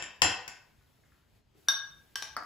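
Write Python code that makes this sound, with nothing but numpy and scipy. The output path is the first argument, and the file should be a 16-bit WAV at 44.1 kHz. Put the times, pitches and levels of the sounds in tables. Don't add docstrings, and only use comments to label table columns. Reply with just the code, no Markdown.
import sys
import numpy as np
from scipy import signal
from scipy.fft import rfft, irfft
from scipy.io import wavfile
from scipy.ndimage import uniform_filter1d

SR = 44100
rng = np.random.default_rng(int(sys.argv[2]) if len(sys.argv) > 2 else 0)


def gain_from_db(level_db):
    decades = np.asarray(level_db, float) / 20
    return 10 ** decades


def dump(signal):
    limited = np.clip(np.atleast_2d(signal).T, -1, 1)
    pcm = np.round(limited * 32767).astype(np.int16)
    wavfile.write(sys.argv[1], SR, pcm)


N = 108045
LEAD = 4410


def read(points, hz):
    f, value = np.transpose(points)
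    return np.interp(np.log(hz + 1), np.log(f + 1), value)


def add(mix, s, sound):
    part = mix[round(s * SR) + LEAD:][:len(sound)]
    part += sound[:len(part)]


def colour(x, gain):
    return irfft(rfft(x) * gain(np.fft.rfftfreq(x.shape[-1], 1 / SR)), x.shape[-1])


def struck(hits, modes, crack):
    favour_db, favour_octaves = 8, 0.089
    contact_s, crack_t60_s = 0.00054, 0.012
    tick_db, tick_t60_s, tick_hz = -11, 0.007, 11000
    ring_send_db, crack_send_db = -3, -2
    rings, cracks, ticks = np.zeros((3, N + LEAD))
    t = np.arange(SR // 2) / SR
    short_t = t[:2048]
    hz, db, t60 = np.transpose(modes)[:, :, None]
    noise = rng.standard_normal((len(hits), 2048))
    for (s, level_db, tilt_db, crack_db, near_hz), hiss in zip(hits, noise):
        def blow_db(f):
            near = np.exp(-(np.log2(f / near_hz + 0.0041) / favour_octaves) ** 2)
            return tilt_db * np.log2(f / 2000 + 0.026) + favour_db * near

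        ring = (gain_from_db(db + blow_db(hz) - 60 * t / t60) * np.sin(2 * np.pi * hz * t)).sum(0)
        add(rings, s, gain_from_db(level_db - 7.0) * ring * (1 - np.exp(-t / contact_s)))

        burst = colour(hiss, lambda f: gain_from_db(read(crack, f) + blow_db(f)))
        crack_fade = gain_from_db(level_db + crack_db + 18.0 - 60 * short_t / crack_t60_s)
        add(cracks, s, crack_fade * burst * np.minimum(short_t / contact_s, 1))

        tick = colour(hiss[::-1], lambda f: gain_from_db(blow_db(f)) * f ** 2 / (f ** 2 + tick_hz ** 2))
        add(ticks, s, gain_from_db(level_db + crack_db + tick_db - 60 * short_t / tick_t60_s) * tick)
    to_walls = gain_from_db(ring_send_db) * rings + gain_from_db(crack_send_db) * cracks
    return np.array([rings + cracks + ticks, to_walls])


# start in [s], level in [dB], brightness in [dB per octave],
# crack share in [dB], favoured mode in [Hz].
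CUTLERY_HITS = [(-.04, -24.5, -1, -0.5, 5070), (-.02, -33.5, -0.5, -7.5, 2640),
                (.024, -31, -1.5, 1.5, 7230), (.2188, -17.5, 2, 4.5, 3165), (.2195, -19.5, -0.5, 7, 2640),
                (.2258, -19, 2.5, -17, 7230), (.2355, -21, -4.5, -9, 2640), (.244, -26, -7.5, -8.5, 2640),
                (.2485, -20.5, -3.5, -8, 1494), (.265, -29.5, -2, -11.5, 7230),
                (.4778, -34, -3.5, -2, 2890), (.479, -39, -0.5, -9, 4960), (.4795, -44.5, 5, 5, 6885),
                (.489, -44.5, -4.5, -3, 1494)]
# mode in [Hz], level in [dB], decay t60 in [s].
SPOON_MODES = [(1068, -19, 0.041), (1494, -2, 0.028), (1865, -7, 0.056), (2640, -4.5, 0.07),
               (3165, -13.5, .04), (4733, -17.5, 0.25), (5310, -20, 0.035), (6885, -16, 0.089),
               (3700, -14, .02), (7230, -5, 0.05), (8460, -10.5, 0.021), (10290, -19, 0.12),
               (5900, -16.5, 0.025), (13730, -20, .1)]
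# frequency in [Hz], level in [dB].
CUTLERY_CRACK = [(100, -23), (400, -13), (900, -10), (2900, -8), (4200, -19), (5300, -9.5), (6400, -17),
                 (14500, -37.5)]


def cutlery():
    return struck(CUTLERY_HITS, SPOON_MODES, CUTLERY_CRACK)


# start in [s], level in [dB].
DRAWER_THUDS = [
    (-.04, -47),
    (.221, -29),
    (2.37, -54),
]
# mode in [Hz], level in [dB], decay t60 in [s].
PANEL_MODES = [(85.25, -0.5, .2), (110.9, -4, .2), (217, -12.5, 0.092), (300, -7, 0.15), (491, -8, 0.059),
               (742.6, 3, .07), (781, -1, 0.14)]


def drawer_thuds():
    out, t = np.zeros(N + LEAD), np.arange(SR // 2) / SR
    hz, db, t60 = np.transpose(PANEL_MODES)[:, :, None]
    swell = 1 - np.exp(-t * hz / 2.0)
    ring = (gain_from_db(db - 60 * t / t60) * swell * np.sin(2 * np.pi * hz * t)).sum(0)
    for s, level_db in DRAWER_THUDS:
        add(out, s, gain_from_db(level_db) * ring)
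    return out


# start in [s], level in [dB], brightness in [dB per octave],
# crack share in [dB], favoured mode in [Hz].
RIM_HITS = [
    (1.6845, -13, 1.5, -8, 3493),
]
# mode in [Hz], level in [dB], decay t60 in [s].
RIM_MODES = [(926, -14, 0.043), (1107, -10, 0.046), (1623, -11, 0.24), (1619.6, -4, 0.11),
             (2270, -16.5, 0.013), (5160, -18.5, 0.05), (3672, -3, 0.11), (3727, -17.5, 0.15),
             (4602, -15, 0.069), (5716, -16.5, 0.039), (5760, 3, 0.05), (9500, -18, 0.05),
             (11460, -16.5, 0.02), (14570, -18.5, .04)]
# frequency in [Hz], level in [dB].
RIM_CRACK = [(150, -25.5), (500, -24), (1000, -8), (3000, -10.5), (6000, -11.5), (7000, -37), (9000, -14.5),
             (16000, -29.5)]


def jar_rim():
    return struck(RIM_HITS, RIM_MODES, RIM_CRACK)


# start in [s], level in [dB], brightness in [dB per octave],
# crack share in [dB], favoured mode in [Hz].
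WALL_HITS = [
    (2.1563, -23.5, 1, -9, 3047),
    (2.1575, -26, -5.5, -14.5, 1700),
    (2.2228, -28.5, -2.5, -11.5, 860),
    (2.224, -30, -0.5, -4.5, 3710),
    (2.2305, -35, -1, -13, 5830),
    (2.252, -54, 4, -24, 5770),
]
# mode in [Hz], level in [dB], decay t60 in [s].
WALL_MODES = [(860, -16.5, 0.037), (1142, -7, 0.045), (1584, -9, 0.074), (1605, -14, 0.098),
              (2020, -5.5, 0.046), (3047, -5.5, 0.021), (3626, -5.5, 0.038), (4950, -20.5, 0.051),
              (5690, -4.5, 0.046), (5768, -11.5, 0.093), (8040, -13.5, 0.019), (10880, -11.5, 0.023)]
# frequency in [Hz], level in [dB].
WALL_CRACK = [(150, -55), (400, -16.5), (1300, -10.5), (3000, -11), (5600, -2), (7000, -12.5), (16000, -21)]


def jar_wall():
    return struck(WALL_HITS, WALL_MODES, WALL_CRACK)


# start in [s], level in [dB], brightness in [dB per octave],
# crack share in [dB], favoured mode in [Hz].
BOTTOM_KNOCKS = [(2.3662, -22, 4, -11.5, 1250), (2.3695, -33, 8, -11.5, 1550), (2.373, -28, -1, -28, 1550),
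                 (2.3772, -38.5, -6.5, -5.5, 1660), (2.3865, -35.5, -3.5, -11.5, 1250),
                 (2.394, -42, -4, -33, 1850), (2.4145, -45, 6, -30, 1000), (2.4243, -34, -3.5, -30, 1250),
                 (2.431, -52, 0, -24.5, 1000), (2.435, -47, 11, -22, 1250), (2.445, -52, 2, -20, 1340)]
# mode in [Hz], level in [dB], decay t60 in [s].
BOTTOM_MODES = [(300, -17.5, 0.031), (716, -6.5, 0.04), (1000, -7.5, 0.0082), (1250, 0.5, 0.01),
                (1340, -3.5, 0.046), (1550, 0, 0.014), (1850, -10, 0.03), (4680, -2, 0.0061),
                (4920, -5, 0.0068)]
# frequency in [Hz], level in [dB].
KNOCK_CRACK = [(59, -47), (100, -32), (930, -6), (1330, 3.5), (3000, -24), (10000, -30.5), (16000, -67)]


def jar_bottom():
    return struck(BOTTOM_KNOCKS, BOTTOM_MODES, KNOCK_CRACK)


# start in [s], level in [dB], centre in [Hz].
RUSTLES = [
    (0.809, -76, 1380),
    (1.034, -75.5, 1610),
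    (1.117, -74.5, 1430),
    (1.16, -88, 1400),
    (1.551, -57.5, 300),
    (1.58, -66, 412),
    (1.674, -59.5, 1740),
]


def rustles():
    out, t = np.zeros(N + LEAD), np.arange(2048) / SR
    for (s, level_db, hz), hiss in zip(RUSTLES, rng.standard_normal((len(RUSTLES), 2048))):
        puff = colour(hiss, lambda f: np.exp(-(np.log2(f / hz + 0.00088) / 0.48) ** 2))
        add(out, s, gain_from_db(level_db + 29) * puff * t / 0.0042 * np.exp(-t / 0.0041))
    return out


# frequency in [Hz], decay t60 in [s].
ROOM = [(100, 0.31), (300, 0.49), (1000, 0.56), (3000, 0.48), (6000, 0.39), (8000, 0.3), (11000, 0.28),
        (16000, 0.11)]
# frequency in [Hz], likeness in [0 to 1].
ROOM_SAME = [(60, 1), (300, 0.17), (1000, 0.66), (3000, 0.79), (5500, 0.1)]


def placed(x, pan_db, room_db, right_delay=0):
    taps = np.zeros((2, SR))
    at = np.arange(160, SR - 20, 20) + rng.integers(0, 20, (2, (SR - 161) // 20))
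    np.put_along_axis(taps, at, rng.choice([-1., 1.], at.shape), 1)
    hz, t, z = signal.stft(taps, SR, nperseg=256)
    same = np.clip(read(ROOM_SAME, hz), -1, 1)[:, None]
    z = np.array([z[0], same * z[0] + np.sqrt(1 - same ** 2) * z[1]])
    tail = signal.istft(z * gain_from_db(-60 * t / read(ROOM, hz)[:, None]), SR, nperseg=256)[1]
    tail *= np.minimum(np.arange(tail.shape[1]) / (0.0067 * SR), 1)
    wet = signal.fftconvolve(x[1:], tail / np.linalg.norm(tail[0]), axes=1)[:, :N + LEAD]
    direct = np.array([x[0], np.roll(x[0], right_delay)])
    pan = gain_from_db(np.array([[.5], [-.5]]) * pan_db)
    return (direct * pan + gain_from_db(room_db) * wet)[:, LEAD:]


# frequency in [Hz], density in [dB per Hz].
HUM = [(25, -14.5), (65, -4), (320, -19.5), (1100, -27.5), (3200, -30.5), (7200, -38), (15200, -39),
       (16100, -61)]
# frequency in [Hz], likeness in [0 to 1].
AIR_SAME = [(60, 1), (300, 0.25), (1000, 0.26), (3000, 0.75), (5500, 0.28)]
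# time in [s], level in [dB], halved in the bass and doubled near 13
# kHz.
AIR = [(0, 1), (.7, 1.5), (1.0, 2), (1.15, 2), (1.249, -1), (1.38, 1.5), (1.43, -5), (1.539, -2.5),
       (1.58, 4.5), (2.45, 4)]


def kitchen_air():
    hum_db, patch_db = -65.5, 12
    frames, hz = N // 256 + 5, np.fft.rfftfreq(1024, 1 / SR)
    a, b, c, d, patches = rng.standard_normal((frames, 513, 5)).T
    patches = uniform_filter1d(uniform_filter1d(patches, 10, 0), 10, 1)
    same = np.clip(read(AIR_SAME, hz), -1, 1)[:, None]
    left = a + 1j * b
    z = np.array([left, same * left + np.sqrt(1 - same ** 2) * (c + 1j * d)])
    drift_db = np.interp(np.arange(frames) * 256 / SR, *np.transpose(AIR))
    drift_db = drift_db * (.5 + hz / 9000)[:, None]
    gain = gain_from_db(read(HUM, hz)[:, None] + patch_db * patches + drift_db)
    x = signal.istft(z * gain, nperseg=1024, noverlap=768)[1][:, :N]
    return gain_from_db(hum_db) * x / x.std()


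def scene():
    drawer = cutlery() + drawer_thuds()
    jar = jar_rim() + jar_wall() + rustles()
    mix = placed(drawer, pan_db=3.9, room_db=1, right_delay=10)
    mix = mix + placed(jar, pan_db=0, room_db=-0.75)
    mix = mix + placed(jar_bottom(), pan_db=-0.68, room_db=-2, right_delay=3)
    return mix + kitchen_air()


def attack_gates(treble):
    block, start = 1024, 358
    jump_db, survive_db, free_db = 13, -21, -15
    count = (N - start) // block
    power = (treble[start:][:count * block] ** 2).reshape(-1, 128).mean(1) + 1e-14
    before = np.r_[power[:8], np.convolve(power, np.ones(8) / 8)[6:-9]]
    jump = np.repeat((power / before > gain_from_db(2 * jump_db)).reshape(-1, 8).any(1), 8)
    peak = np.repeat(power.reshape(-1, 8).max(1), 8)
    keep = ~jump | (power > peak * gain_from_db(2 * survive_db))
    free = jump & (power > peak * gain_from_db(2 * free_db))

    def spread(v):
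        return uniform_filter1d(np.pad(np.repeat(v * 1., 128), (start, block), "edge")[:N], 128)

    return spread(free), spread(keep)


def low_pass(x):
    return signal.sosfilt(signal.butter(12, 17120, fs=SR, output="sos"), x)


# frequency in [Hz], left over right in [dB].
BALANCE_DB = [(300, 0.5), (1000, 2), (3000, 3), (5200, 3.5), (6300, 2.5)]
# lower edge in [Hz], upper edge in [Hz].
FLIPPED = [(8350, 10000), (12450, 14100)]


def record(dry):
    shared_above_hz, shared_edge_hz, edge_hz = 6400, 15800, 16600
    flip_depth, leak_db = .97, -27

    def step(f, edge):
        return 1 / (1 + np.exp(np.clip((edge - f) / 70, -50, 50)))

    def sign(f):
        return 1 - 2 * flip_depth * sum(step(f, lo) - step(f, hi) for lo, hi in FLIPPED)

    def port(x, side):
        def gain(f):
            rumble_cut = f ** 2 / (f ** 2 + 28 ** 2)
            return (1 - step(f, shared_above_hz)) * rumble_cut * gain_from_db(side * read(BALANCE_DB, f))
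        return colour(x, gain)

    low = np.array([port(dry[0], .5), port(dry[1], -.5)])
    left, right = colour(dry, lambda f: step(f, shared_above_hz) - step(f, edge_hz))
    free, keep = attack_gates(left)
    shared = colour(left, sign) + gain_from_db(leak_db) * right
    high = keep * np.array([left, free * np.roll(right, 1) + (1 - free) * shared])
    high = free * high + (1 - free) * colour(high, lambda f: 1 - step(f, shared_edge_hz))
    return low_pass(low + high)


dry = scene()
out = record(dry)
dump(out)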